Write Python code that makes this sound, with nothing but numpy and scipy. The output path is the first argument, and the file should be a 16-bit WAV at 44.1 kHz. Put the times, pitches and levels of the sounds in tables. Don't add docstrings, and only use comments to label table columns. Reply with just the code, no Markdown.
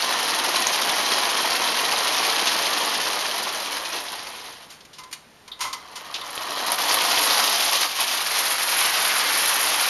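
import sys
import numpy as np
from scipy import signal
from scipy.fft import rfft, irfft, next_fast_len
from scipy.io import wavfile
from scipy.ndimage import uniform_filter1d, map_coordinates

SR = 44100
rng = np.random.default_rng(int(sys.argv[2]) if len(sys.argv) > 2 else 0)


def store_pcm(level_fs):
    pcm = np.round(np.clip(level_fs, -1, 1) * 32767).astype(np.int16)
    wavfile.write(sys.argv[1], SR, np.atleast_2d(pcm).T)


N = 436149

# time in
# seconds, relative level in dB.
ROLLING_LEVELS = [
    [(0.0, -29), (0.39, -28), (2.13, -27.5), (2.84, -28.5), (3.64, -34), (4.35, -41.5), (4.74, -52.5),
     (4.9, -71)],
    [(5.8, -48.5), (6.25, -39), (6.61, -30.5), (7.01, -27.5), (7.42, -27), (7.95, -36), (9.3, -31),
     (9.89, -31.5)],
]
# time in seconds, relative level in dB.
SHAKING_LEVELS = [
    [(0.0, -25.5), (1.43, -24.5), (1.85, -25.5), (2.25, -23.5), (3.31, -27.5), (3.52, -29.5), (3.82, -32),
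     (4.35, -39), (4.68, -48.5)],
    [(5.8, -55), (5.98, -46.5), (6.82, -25), (7.1, -21.5), (7.35, -20), (7.61, -21), (7.93, -25),
     (9.1, -24), (9.89, -24)],
]
# start in seconds, relative strength in dB, pitch in Hz.
RAIL_JOINTS = [(0.0238, -7, 4580), (0.6699, -2, 6450), (0.9004, -7, 3580), (1.1223, -8, 4520),
               (1.5085, -8, 4790), (1.924, -9, 4940), (6.3779, -12, 3260), (6.7196, -5, 10700),
               (7.1766, -6, 3190), (7.3088, -5, 4000), (7.6635, -7, 4680)]
# start in seconds,
# clash level in dB, relative body ring in dB, clash decay (t60) in seconds, clash filter width in Hz.
ENGINE_CLANKS = [(0.557, -31, -27, .06, 6000), (2.47, -20.5, -40, 0.076, 3000), (4.7, -42, -54, 0.25, 9000),
                 (4.805, -46, -67, 0.051, 4000), (4.85, -47, -67, .04, 6000), (4.93, -45, -62, 0.23, 5000),
                 (4.982, -40, -39.5, 0.12, 7000), (5.034, -42.5, -44, 0.054, 7000),
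                 (5.111, -43, -51, .06, 9000), (5.126, -29.5, -45.5, 0.062, 9000),
                 (5.477, -41, -47, 0.043, 6000), (5.515, -32.5, -47, 0.096, 940),
                 (5.591, -42, -38, .08, 6000), (5.605, -26.5, -29, 0.27, 8000),
                 (5.641, -39, -26, .16, 7000), (5.728, -28, -31, 0.076, 7000), (5.955, -34, -37, .13, 7000),
                 (6.14, -26.5, -53, .08, 2800), (6.159, -30, -52, .035, 2600), (6.213, -34, -35, .04, 2000)]
# pitch in Hz, relative level in dB, t60 in seconds.
BODY_MODES = [(962, -1, 0.13), (1020, 1.5, 0.26), (1070, -7, 0.11), (1233, -5, 0.19), (1343, -5.5, 0.17),
              (2070, -4.5, 0.25), (3230, -12, 0.19)]
# centre in Hz, width in Hz, relative level in dB.
FRAME_RESONANCES = [(292.6, 22, -4), (697, 22, 3), (742.5, 21, 5), (1015, 210, -8.5), (1865, 90, 1),
                    (3140, 350, 1), (3990, 200, 1), (4380, 320, -10)]
# frequency in Hz, relative level in dB.
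RUMBLE_COLOURS = [
    [(60, -66), (120, -30), (210, -14.5), (450, -7), (700, -6), (1000, 0), (1400, -7), (2500, -9),
     (6000, -42)],
    [(60, -54), (120, -33.5), (210, -23), (450, -13.5), (700, -10.5), (1080, -4), (1500, -13),
     (2500, -18.5), (6000, -45)],
]
# frequency in Hz, relative level in dB.
TIN_COLOURS = [
    [(200, -53), (700, -5), (1600, -3.5), (2400, -1.5), (3200, 1.5), (4800, 0), (6300, -2.5), (7500, -15.5),
     (10000, -7), (12500, -13.5)],
    [(200, -43), (700, -4), (1600, -3.5), (2400, -1.5), (3200, 0), (4800, 0), (6300, -3.5), (7500, -13),
     (10000, -11), (12500, -8.5)],
]
# frequency in Hz, relative level in dB.
FLANGE_COLOUR = [(2000, -20), (7000, 6), (8700, 4), (9600, 11.5), (10400, 11), (11100, 17), (11700, 12.5),
                 (12500, -3)]
# frequency in Hz, relative level in dB.
AIR_COLOUR = [(25, -11), (60, 1), (100, -1.5), (170, 2), (700, -0.5), (1500, -3), (4000, -8), (7000, -13.5),
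              (12000, -16.5)]
# frequency in Hz, t60 in seconds.
ROOM_DECAY = [(200, 0.38), (1000, 0.38), (5000, 0.29), (12000, 0.23)]
# time in seconds, relative knocks a second.
WHEEL_PACE = [(0, 580), (4.6, 573), (5.9, 159), (6.7, 340), (7.4, 1300), (9.89, 2290)]
# time in seconds, relative level in dB.
GRINDING_LEVELS = [(7.95, -39.5), (8.65, -30), (8.85, -27.5), (9.89, -30)]
# centre in seconds, strength in dB.
COACH_LURCHES = [(0.39, 0), (0.57, 1.5), (0.735, 0.5), (1.14, 1.5), (2.265, 0.5), (3.08, 1.5), (3.75, 1.5),
                 (3.96, 4.5), (4.14, 2), (4.48, 3), (6.71, 2.5), (6.81, 1), (6.92, 2.5), (7.75, 3),
                 (7.83, 3), (8.02, 3.5), (8.125, 1.5), (8.38, 2), (8.835, 2)]
# centre in seconds, length in seconds, change in dB.
CLATTER_LULLS = [(4.677, 0.036, -5), (6.763, 0.045, -3.5), (7.915, 0.093, -3.5), (8.05, .04, -3.5),
                 (8.25, 0.02, -4), (8.57, 0.034, -4.5), (8.655, 0.033, -4), (8.921, .03, -3)]
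# entry in seconds,
# relative flange chatter on the straight in dB, extra in the curve in dB.
CURVE_ENTRIES = [(3.1, -7.5, 1.5), (8.1, -4, 5.5)]

TOP_HZ, NOTCH_HZ = 12480, 7830
LURCH_S, LURCH_EDGE_S = 0.065, 0.014
LULL_EDGE_S = 0.02
LURCH_RUMBLE = 1
BEND_S = 0.52
CLASH_HZ = 3700
HUNT_DB, HUNT_PER_S = 2, 20


def amp(db):
    return 10 ** (np.asarray(db) / 20)


def unit(x):
    return x / np.sqrt(np.mean(x ** 2) + 1e-20)


def along(points, hz):
    f, v = np.transpose(points)
    return np.interp(np.log(hz + 1), np.log(f + 1), v)


def gains(rows):
    s, db = np.transpose(rows)
    t = np.arange(N) / SR
    outside = np.abs(t - np.clip(t, s[0], s[-1]))
    return amp(np.interp(t, s, db) - 200 * outside)


def wobble(rate):
    knots = rng.standard_normal(int(N * rate / SR) + 4)
    return map_coordinates(knots, [np.arange(N) * rate / SR])


def filtered(x, response):
    m = next_fast_len(len(x) + 8192)
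    return irfft(rfft(x, m) * response(np.fft.rfftfreq(m, 1 / SR)), m)[:len(x)]


def coloured(x, spectrum):
    return unit(filtered(x, lambda hz: amp(along(spectrum, hz))))


def resonance(f, hz, width):
    return 1j * f * width / (hz * hz - f * f + 1j * f * width)


def burst(t60):
    t = np.arange(SR // 4) / SR
    return rng.standard_normal(len(t)) * amp(-60 * t / t60)


def add(track, s, sound):
    part = track[max(0, round(s * SR)):][:len(sound)]
    part += sound[:len(part)]


def swell(at, length, edge):
    return np.clip((length / 2 - np.abs(np.arange(N) / SR - at)) / edge + 0.5, 0, 1)


def ticks(knocks, top_hz, t60):
    at = np.flatnonzero(knocks)[:, None]
    step = np.arange(SR // 150)
    hz = top_hz * rng.random(at.shape)
    rings = knocks[at] * np.sin(2 * np.pi * hz * step / SR) * amp(-60 * step / SR / t60)
    return np.bincount((at + step).ravel(), rings.ravel(), N + len(step))[:N]


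def contacts(density, spread_db, clump_db, t60, snap, top_hz, tick_t60):
    rate = density * np.interp(np.arange(N) / SR, *np.transpose(WHEEL_PACE))
    spread = spread_db * np.clip(rng.standard_normal(N), -2, 2)
    sizes = amp(spread + clump_db * np.tanh(wobble(70)))
    knocks = (rng.random(N) < rate / SR) * sizes * rng.choice([-1, 1], N)
    decay = amp(-60 * np.arange(SR // 4) / SR / t60) ** 2
    energy = np.abs(signal.oaconvolve(knocks ** 2, decay)[:N])
    wash = np.sqrt(energy) * rng.standard_normal(N)
    out = snap * unit(ticks(knocks, top_hz, tick_t60)) + unit(wash)
    return out / np.sqrt(np.abs(uniform_filter1d(out ** 2, size=SR // 12)) + 1e-9)


def sway():
    lurches = sum(db * swell(s, LURCH_S, LURCH_EDGE_S) for s, db in COACH_LURCHES)
    lulls = sum(db * swell(s, length, LULL_EDGE_S) for s, length, db in CLATTER_LULLS)
    return lurches + lulls


def wheels():
    bumps = contacts(density=2, spread_db=2.0, clump_db=2.0, t60=0.1,
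                     snap=0.28, top_hz=3680, tick_t60=0.011)
    drumming = sum(gains(rolling) * coloured(bumps, colour)
                   for rolling, colour in zip(ROLLING_LEVELS, RUMBLE_COLOURS))
    slips = contacts(density=1, spread_db=4.5, clump_db=-1.5, t60=0.032,
                     snap=0.2, top_hz=3980, tick_t60=0.021)
    grinding = unit(filtered(slips, lambda f: resonance(f, 1780, width=3060) ** 2))
    return drumming + amp(1.5) * gains(GRINDING_LEVELS) * grinding


def motor(teeth_hz):
    turns = np.cumsum(teeth_hz * (1 + 0.06 * wobble(5) + 0.16 * wobble(150))) / SR
    teeth = np.diff(np.floor(turns), prepend=0) * amp(4.6 * rng.standard_normal(N))
    scrape = rng.standard_normal(N) * np.exp(-2.2 * (turns % 1))
    frame = lambda f: sum(amp(db) * resonance(f, hz, width) for hz, width, db in FRAME_RESONANCES)
    whirr = unit(filtered(0.21 * unit(teeth) + unit(scrape), frame))
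    return amp(-3.5) * sum(map(gains, ROLLING_LEVELS)) * whirr


def pressure(entry, straight_db, curve_db):
    leaning = np.clip((np.arange(N) / SR - entry) / BEND_S, 0, 1)
    return amp(straight_db + curve_db * leaning + HUNT_DB * wobble(HUNT_PER_S))


def rattle():
    tin = contacts(density=1.7, spread_db=4.5, clump_db=3.5, t60=0.059,
                   snap=0.53, top_hz=12870, tick_t60=0.0041)
    scuffs = contacts(density=0.54, spread_db=6.5, clump_db=3, t60=0.033,
                      snap=0.15, top_hz=12440, tick_t60=0.01)
    flange = coloured(scuffs, FLANGE_COLOUR)
    out = np.zeros(N)
    for shaking, bend, colour in zip(SHAKING_LEVELS, CURVE_ENTRIES, TIN_COLOURS):
        chatter = amp(-5.5) * pressure(*bend) * flange
        out += gains(shaking) * (amp(-1) * coloured(tin, colour) + chatter)
    return out


def joints():
    out, t = np.zeros(N), np.arange(SR // 4) / SR
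    for s, db, hz in RAIL_JOINTS:
        click = np.sin(2 * np.pi * hz * t) * amp(-60 * t / 0.006)
        ring = filtered(burst(0.03), lambda f: resonance(f, hz, 0.35 * hz))
        add(out, s, amp(db - 1) * (click + 0.45 * ring))
    return out


def clanks(attack, clash_attack):
    out, t = np.zeros(N), np.arange(SR // 4) / SR
    for s, clash_db, ring_db, length, width_hz in ENGINE_CLANKS:
        strike = burst(length) * (1 - np.exp(-t / clash_attack))
        clash = filtered(strike, lambda f: resonance(f, CLASH_HZ, width_hz) ** 2 + 0.045)
        add(out, s, amp(clash_db) * clash / np.std(clash[:SR // 100]))
        drift = lambda: 0.08 * np.cumsum(rng.standard_normal(len(t)))
        ring = sum(amp(db - 60 * t / t60) * np.sin(2 * np.pi * f * t + drift())
                   for f, db, t60 in BODY_MODES)
        add(out, s, amp(ring_db) * ring * (1 - np.exp(-t / attack)))
    return out


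def room(x):
    out, hop = np.zeros(N), SR // 5
    for start in range(0, N, hop):
        hz, t, z = signal.stft(rng.standard_normal(SR // 3), SR, nperseg=256)
        decay = amp(-60 * t / along(ROOM_DECAY, hz)[:, None])
        tail = signal.istft(z * decay, SR, nperseg=256)[1]
        echo = signal.fftconvolve(x[start:start + hop], tail / np.linalg.norm(tail))
        add(out, start / SR + 0.003, echo)
    return out


def scene():
    sway_db = sway()
    running = wheels() + motor(teeth_hz=104.7)
    toys = amp(LURCH_RUMBLE * sway_db) * running + amp(sway_db) * rattle()
    toys = toys + joints() + clanks(attack=0.0051, clash_attack=0.0033)
    air = amp(-51.5) * coloured(rng.standard_normal(N), AIR_COLOUR)
    return (toys + amp(-9.0) * room(toys) + air)[None]


def record(dry):
    notch = lambda f: np.abs(1 - resonance(f, NOTCH_HZ, width=340)) ** 8
    limit = lambda f: 1 / np.sqrt(1 + (f / TOP_HZ) ** 260)
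    return filtered(dry[0], lambda f: notch(f) * limit(f))[None]


dry = scene()
out = record(dry)
store_pcm(out)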